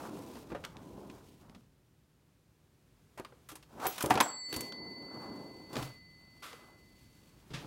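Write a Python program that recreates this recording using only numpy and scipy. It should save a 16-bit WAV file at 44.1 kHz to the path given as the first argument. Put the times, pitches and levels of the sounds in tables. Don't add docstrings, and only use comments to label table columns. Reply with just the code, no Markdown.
import sys
import numpy as np
from scipy import signal
from scipy.fft import rfft, irfft, next_fast_len
from scipy.io import wavfile
from scipy.ndimage import uniform_filter1d

SR = 44100
rng = np.random.default_rng(int(sys.argv[2]) if len(sys.argv) > 2 else 0)


def level_to_linear(level):
    exponent = np.asarray(level, float) / 20
    return 10 ** exponent


def generate_wav(sig):
    pcm = np.round(np.clip(np.atleast_2d(sig).T, -1, 1) * 32767).astype(np.int16)
    wavfile.write(sys.argv[1], SR, pcm)


N = 337806
T = np.arange(N) / SR


def unit(x):
    return x / np.sqrt(np.mean(x ** 2))


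def band(x, lo_hz, hi_hz):
    sos = signal.butter(2, [lo_hz, min(hi_hz, .45 * SR)], "band", fs=SR, output="sos")
    return signal.sosfilt(sos, x)


def colour(x, points):
    hz, db = np.transpose(points)
    size = next_fast_len(len(x))
    bin_hz = np.arange(size // 2 + 1) * SR / size
    gain = level_to_linear(np.interp(np.log(bin_hz + 1), np.log(hz), db))
    return unit(irfft(rfft(x, size) * gain, size)[:len(x)])


def curve(rows, column):
    rows = np.array(rows)
    level_db = np.interp(T, rows[:, 0], rows[:, column], left=-150, right=-150)
    return uniform_filter1d(level_to_linear(level_db), size=SR // 100)


def walk(rate):
    k = int(SR / rate)
    held = np.repeat(rng.standard_normal(N // k + 1), k)
    return unit(uniform_filter1d(uniform_filter1d(held, k), k)[:N])


def add(track, s, sound, db):
    i = int(s * SR)
    sound = sound[:N - i]
    track[i:i + len(sound)] += level_to_linear(db) * sound / np.max(np.abs(sound))


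def catches(rate, spread_db):
    return rng.standard_normal(N) * level_to_linear(spread_db * walk(rate) + spread_db * walk(8 * rate))


def rubbing():
    # t/s, rumble level/dB, rattle level/dB, hiss level/dB
    rub_passages = [
        [(0, -45.5, -50, -59.5), (.38, -51, -59.5, -61.5), (.46, -54.5, -65, -68.5), (.7, -61.5, -62.5, -71),
         (.85, -55, -68, -67), (1.0, -49.5, -67.5, -67.5), (1.2, -57, -61, -67), (1.33, -64, -81.5, -68.5),
         (1.52, -68, -60.5, -77.5), (1.68, -86, -91, -80)],
        [(3.69, -68, -68.5, -76), (3.78, -49.5, -54.5, -67), (3.84, -53, -39, -48.5), (3.95, -59.5, -56, -46),
         (4.17, -46, -40, -60), (4.27, -55.5, -42, -57), (4.42, -70, -71.5, -90), (4.5, -57, -61, -62),
         (4.58, -43.5, -49, -49.5), (4.72, -50, -69, -72), (4.95, -51.5, -67.5, -72), (5.22, -47.5, -47, -68),
         (5.42, -47.5, -62, -69), (5.68, -55, -70, -69.5), (5.78, -40.5, -46, -52), (5.88, -56, -54.5, -56.5),
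         (6.0, -78.5, -76.5, -79), (6.35, -72, -74.5, -72.5), (6.6, -64, -61.5, -72), (7.05, -71, -88.5, -70),
         (7.45, -77, -72, -72.5), (7.66, -51, -58, -62)],
    ]
    # f/Hz, relative level/dB
    rumble_colour = [(29, -47), (50, -18), (92, -9.5), (302, 2), (418, -3.5), (800, -13.5), (1040, -10),
                     (1760, -120)]
    # f/Hz, relative level/dB
    hiss_colour = [(1400, -4), (2500, 3.5), (6000, -0.5), (16000, -6.5)]
    rumble = colour(catches(20, spread_db=1.0), rumble_colour)
    rattle = unit(band(band(catches(25, spread_db=2.24), 480, 1360), 400, 1750))
    hiss = colour(catches(30, spread_db=1.5), hiss_colour)
    return sum(curve(r, 1) * rumble + curve(r, 2) * rattle + curve(r, 3) * hiss for r in rub_passages)


def kitchen_hum():
    # f/Hz, relative level/dB
    hum_colour = [(18, -51), (30, -53), (48, -5), (70, -8.5), (157, -3), (174, -10.5), (374, -14.5),
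                  (632, -23.5), (16000, -39)]
    level_db = -68.5 + 2.4 * walk(1.3)
    return colour(rng.standard_normal(N), hum_colour) * level_to_linear(level_db)


def floor_boom():
    # t/s, level/dB
    boom_course = [(0, -66), (.6, -58.5), (1.5, -60), (2, -86.5), (5.4, -76), (5.8, -59), (6.3, -64.5),
                   (7.66, -64.5)]
    boom = unit(band(rng.standard_normal(N), 45, 210))
    return curve(boom_course, 1) * boom * level_to_linear(2.2 * walk(4.1))


def knocks():
    # t/s, crack peak level/dB, bright tick peak level/dB, body level/dB, body f/Hz, crack t60/s
    clinks = [(0.3536, -46, -67, -44, 272, 0.046), (0.5004, -53, -64, -39, 332, 0.1),
              (0.5184, -55, -71, -31.5, 293, 0.024), (0.5472, -54, -57, -31, 514, 0.07),
              (0.6386, -44, -63, -35, 1290, 0.042), (0.6489, -28.5, -40.5, -50, 920, 0.02),
              (0.7677, -40, -76, -53, 310, 0.017), (1.0982, -44.5, -75, -46, 218, 0.037),
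              (1.496, -45.5, -69, -46.5, 207, 0.013), (1.5469, -49.5, -65, -49, 215, 0.064),
              (3.1749, -58, -50, -40.5, 690, 0.077), (3.1854, -58, -58, -39, 930, 0.061),
              (3.197, -41, -43.5, -32, 377, 0.016), (3.2475, -43.5, -50, -40, 1160, 0.018),
              (3.3214, -77, -85, -46.5, 457, 0.023), (3.4876, -46.5, -41.5, -43, 1200, 0.095),
              (3.5008, -43, -49, -57, 147, 0.035), (3.5144, -46, -47, -44.5, 358, 0.069),
              (3.554, -43, -40.5, -44, 970, 0.051), (3.6257, -49.5, -58, -54.5, 148, 0.054),
              (3.7998, -43.5, -50, -39, 694, 0.044), (3.8544, -37, -64, -23.5, 813, 0.031),
              (3.8672, -29.5, -24, -30.5, 376, 0.034), (3.9794, -34, -35, -36.5, 1030, 0.054),
              (4.0058, -32, -30, -29, 1150, 0.053), (4.0248, -26, -24.5, -38, 930, 0.021),
              (4.0378, -47, -38, -22.5, 352, 0.058), (4.0595, -30, -27, -28.5, 350, 0.015),
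              (4.0988, -44, -32, -23, 345, 0.11), (4.1051, -28, -30.5, -13, 800, 0.03),
              (4.1389, -33.5, -35.5, -33, 480, 0.042), (4.1535, -26, -44.5, -24, 410, 0.04),
              (4.1744, -28, -40, -22, 757, 0.039), (4.2023, -13, -27, -14, 865, 0.017),
              (4.2074, -30, -15, -14.5, 1040, 0.018), (4.527, -30.5, -32.5, -32.5, 355, 0.023),
              (4.5397, -32, -34, -40, 330, 0.049), (4.5621, -33, -28, -33.5, 293, 0.042),
              (4.6064, -37, -29, -50, 291, 0.035), (4.7224, -36, -55, -63, 350, 0.018),
              (5.7284, -43, -47, -38, 310, 0.087), (5.755, -31.5, -51, -36, 340, 0.027),
              (5.7658, -29, -46, -30, 240, 0.029), (5.8252, -34, -43, -39, 132, 0.039),
              (6.5296, -41.5, -72, -45, 436, 0.021)]
    slam_and_shoes = [(5.765, -38.5, -63, -33.5, 131, 0.44), (6.421, -40, -47.5, -41, 1240, 0.55),
                      (7.502, -49.5, -68, -40, 148, 0.23), (7.533, -33, -58, -33, 145, 0.33)]
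    out, t = np.zeros(N), T[:SR // 2]
    for s, crack_db, tick_db, body_db, hz, t60 in clinks + slam_and_shoes:
        rise_s = 0.018 * t60 + 0.00069
        fade_db = -60 * t / t60 + 20 * np.log10(np.minimum(t / rise_s, 1) + 1e-6)
        noise = rng.standard_normal((3, len(t)))
        add(out, s, band(noise[0] * level_to_linear(fade_db), 890, 4500), crack_db)
        add(out, s, band(noise[1] * level_to_linear(0.82 * fade_db), 5500, 13500), tick_db)
        thud = noise[2] * level_to_linear(fade_db * t60 / (t60 + 0.048))
        narrow = band(thud, hz * 0.827, hz * 1.163)
        broad = band(thud, hz * 0.18, hz * 2.35)
        add(out, s, narrow + 0.42 * broad, body_db)
    return out


def room(x):
    t60_s, tail_db = 0.41, -15.5
    t = T[:SR // 2]
    noise = rng.standard_normal((2, len(t)))
    low_tail = band(noise[0], 80, 1800) * level_to_linear(-60 * t / t60_s)
    treble_tail = band(noise[1], 2500, 11000) * level_to_linear(-60 * t / (0.65 * t60_s))
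    tail = (low_tail + treble_tail) * np.minimum(t / 0.011, 1)
    tail /= np.sqrt(np.sum(tail ** 2))
    return x + level_to_linear(tail_db) * signal.fftconvolve(x, tail)[:N]


def ring(modes, t):
    hz, db, t60 = np.transpose(modes)[:, :, None]
    level_db = db + rng.standard_normal(db.shape) - 60 * t / t60
    return np.sum(level_to_linear(level_db) * np.sin(2 * np.pi * hz * t), 0)


def disc():
    # t/s, peak level/dB
    blows = [(3.868, -25), (4.024, -38), (4.205, -36)]
    # f/Hz, mean relative level/dB, t60/s
    top_modes = [(11390, -8, .1), (12160, -8, .07), (12410, 0, .16), (15710, -5, .19)]
    # t/s, low mode level/dB, upper partner of middle pair level/dB
    long_ring = [(4.22, -67, -62), (4.33, -60, -48.5), (4.47, -53.5, -43), (4.7, -54, -49),
                 (5.2, -60.5, -52.5), (5.4, -65, -58.5), (5.65, -66, -60.5), (5.95, -61.5, -61),
                 (6.35, -66.5, -68), (6.65, -65.5, -72.5), (7.1, -76, -74.5), (7.45, -85, -85.5)]
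    # t/s, stronger partner level/dB
    high_ring = [(4.215, -53), (4.235, -43), (4.4, -52.5), (4.7, -74)]
    low_hz, mid_hz, high_hz = 2023, 4494, 7670
    mid_split_hz, high_split_hz = -22, 18.5
    in_phase_s = 4.24

    def tone(hz):
        return np.sqrt(2) * np.cos(2 * np.pi * hz * (T - in_phase_s))

    out = np.zeros(N)
    for s, db in blows:
        add(out, s, ring(top_modes, T[:SR // 2]), db)
    out += curve(long_ring, 1) * tone(low_hz) * level_to_linear(.9 * walk(6))
    partner_db = -16 + 2.2 * (T - long_ring[0][0]) + 2.5 * walk(8)
    partner = level_to_linear(partner_db) * tone(mid_hz + mid_split_hz)
    out += curve(long_ring, 2) * (level_to_linear(0.37 * walk(8)) * tone(mid_hz) + partner)
    high_pair = tone(high_hz) + level_to_linear(-7.5) * tone(high_hz + high_split_hz)
    return out + curve(high_ring, 1) * high_pair


def scene():
    mix = rubbing() + kitchen_hum() + floor_boom() + room(knocks()) + disc()
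    return mix[None]


def roll_off(x):
    return signal.sosfilt(signal.butter(12, 16880, fs=SR, output="sos"), x)


def record(dry):
    low_pass = signal.ellip(8, .2, 60, 15900, fs=SR, output="sos")
    finished = signal.sosfilt(low_pass, dry)
    return roll_off(finished)


dry = scene()
out = record(dry)
generate_wav(out)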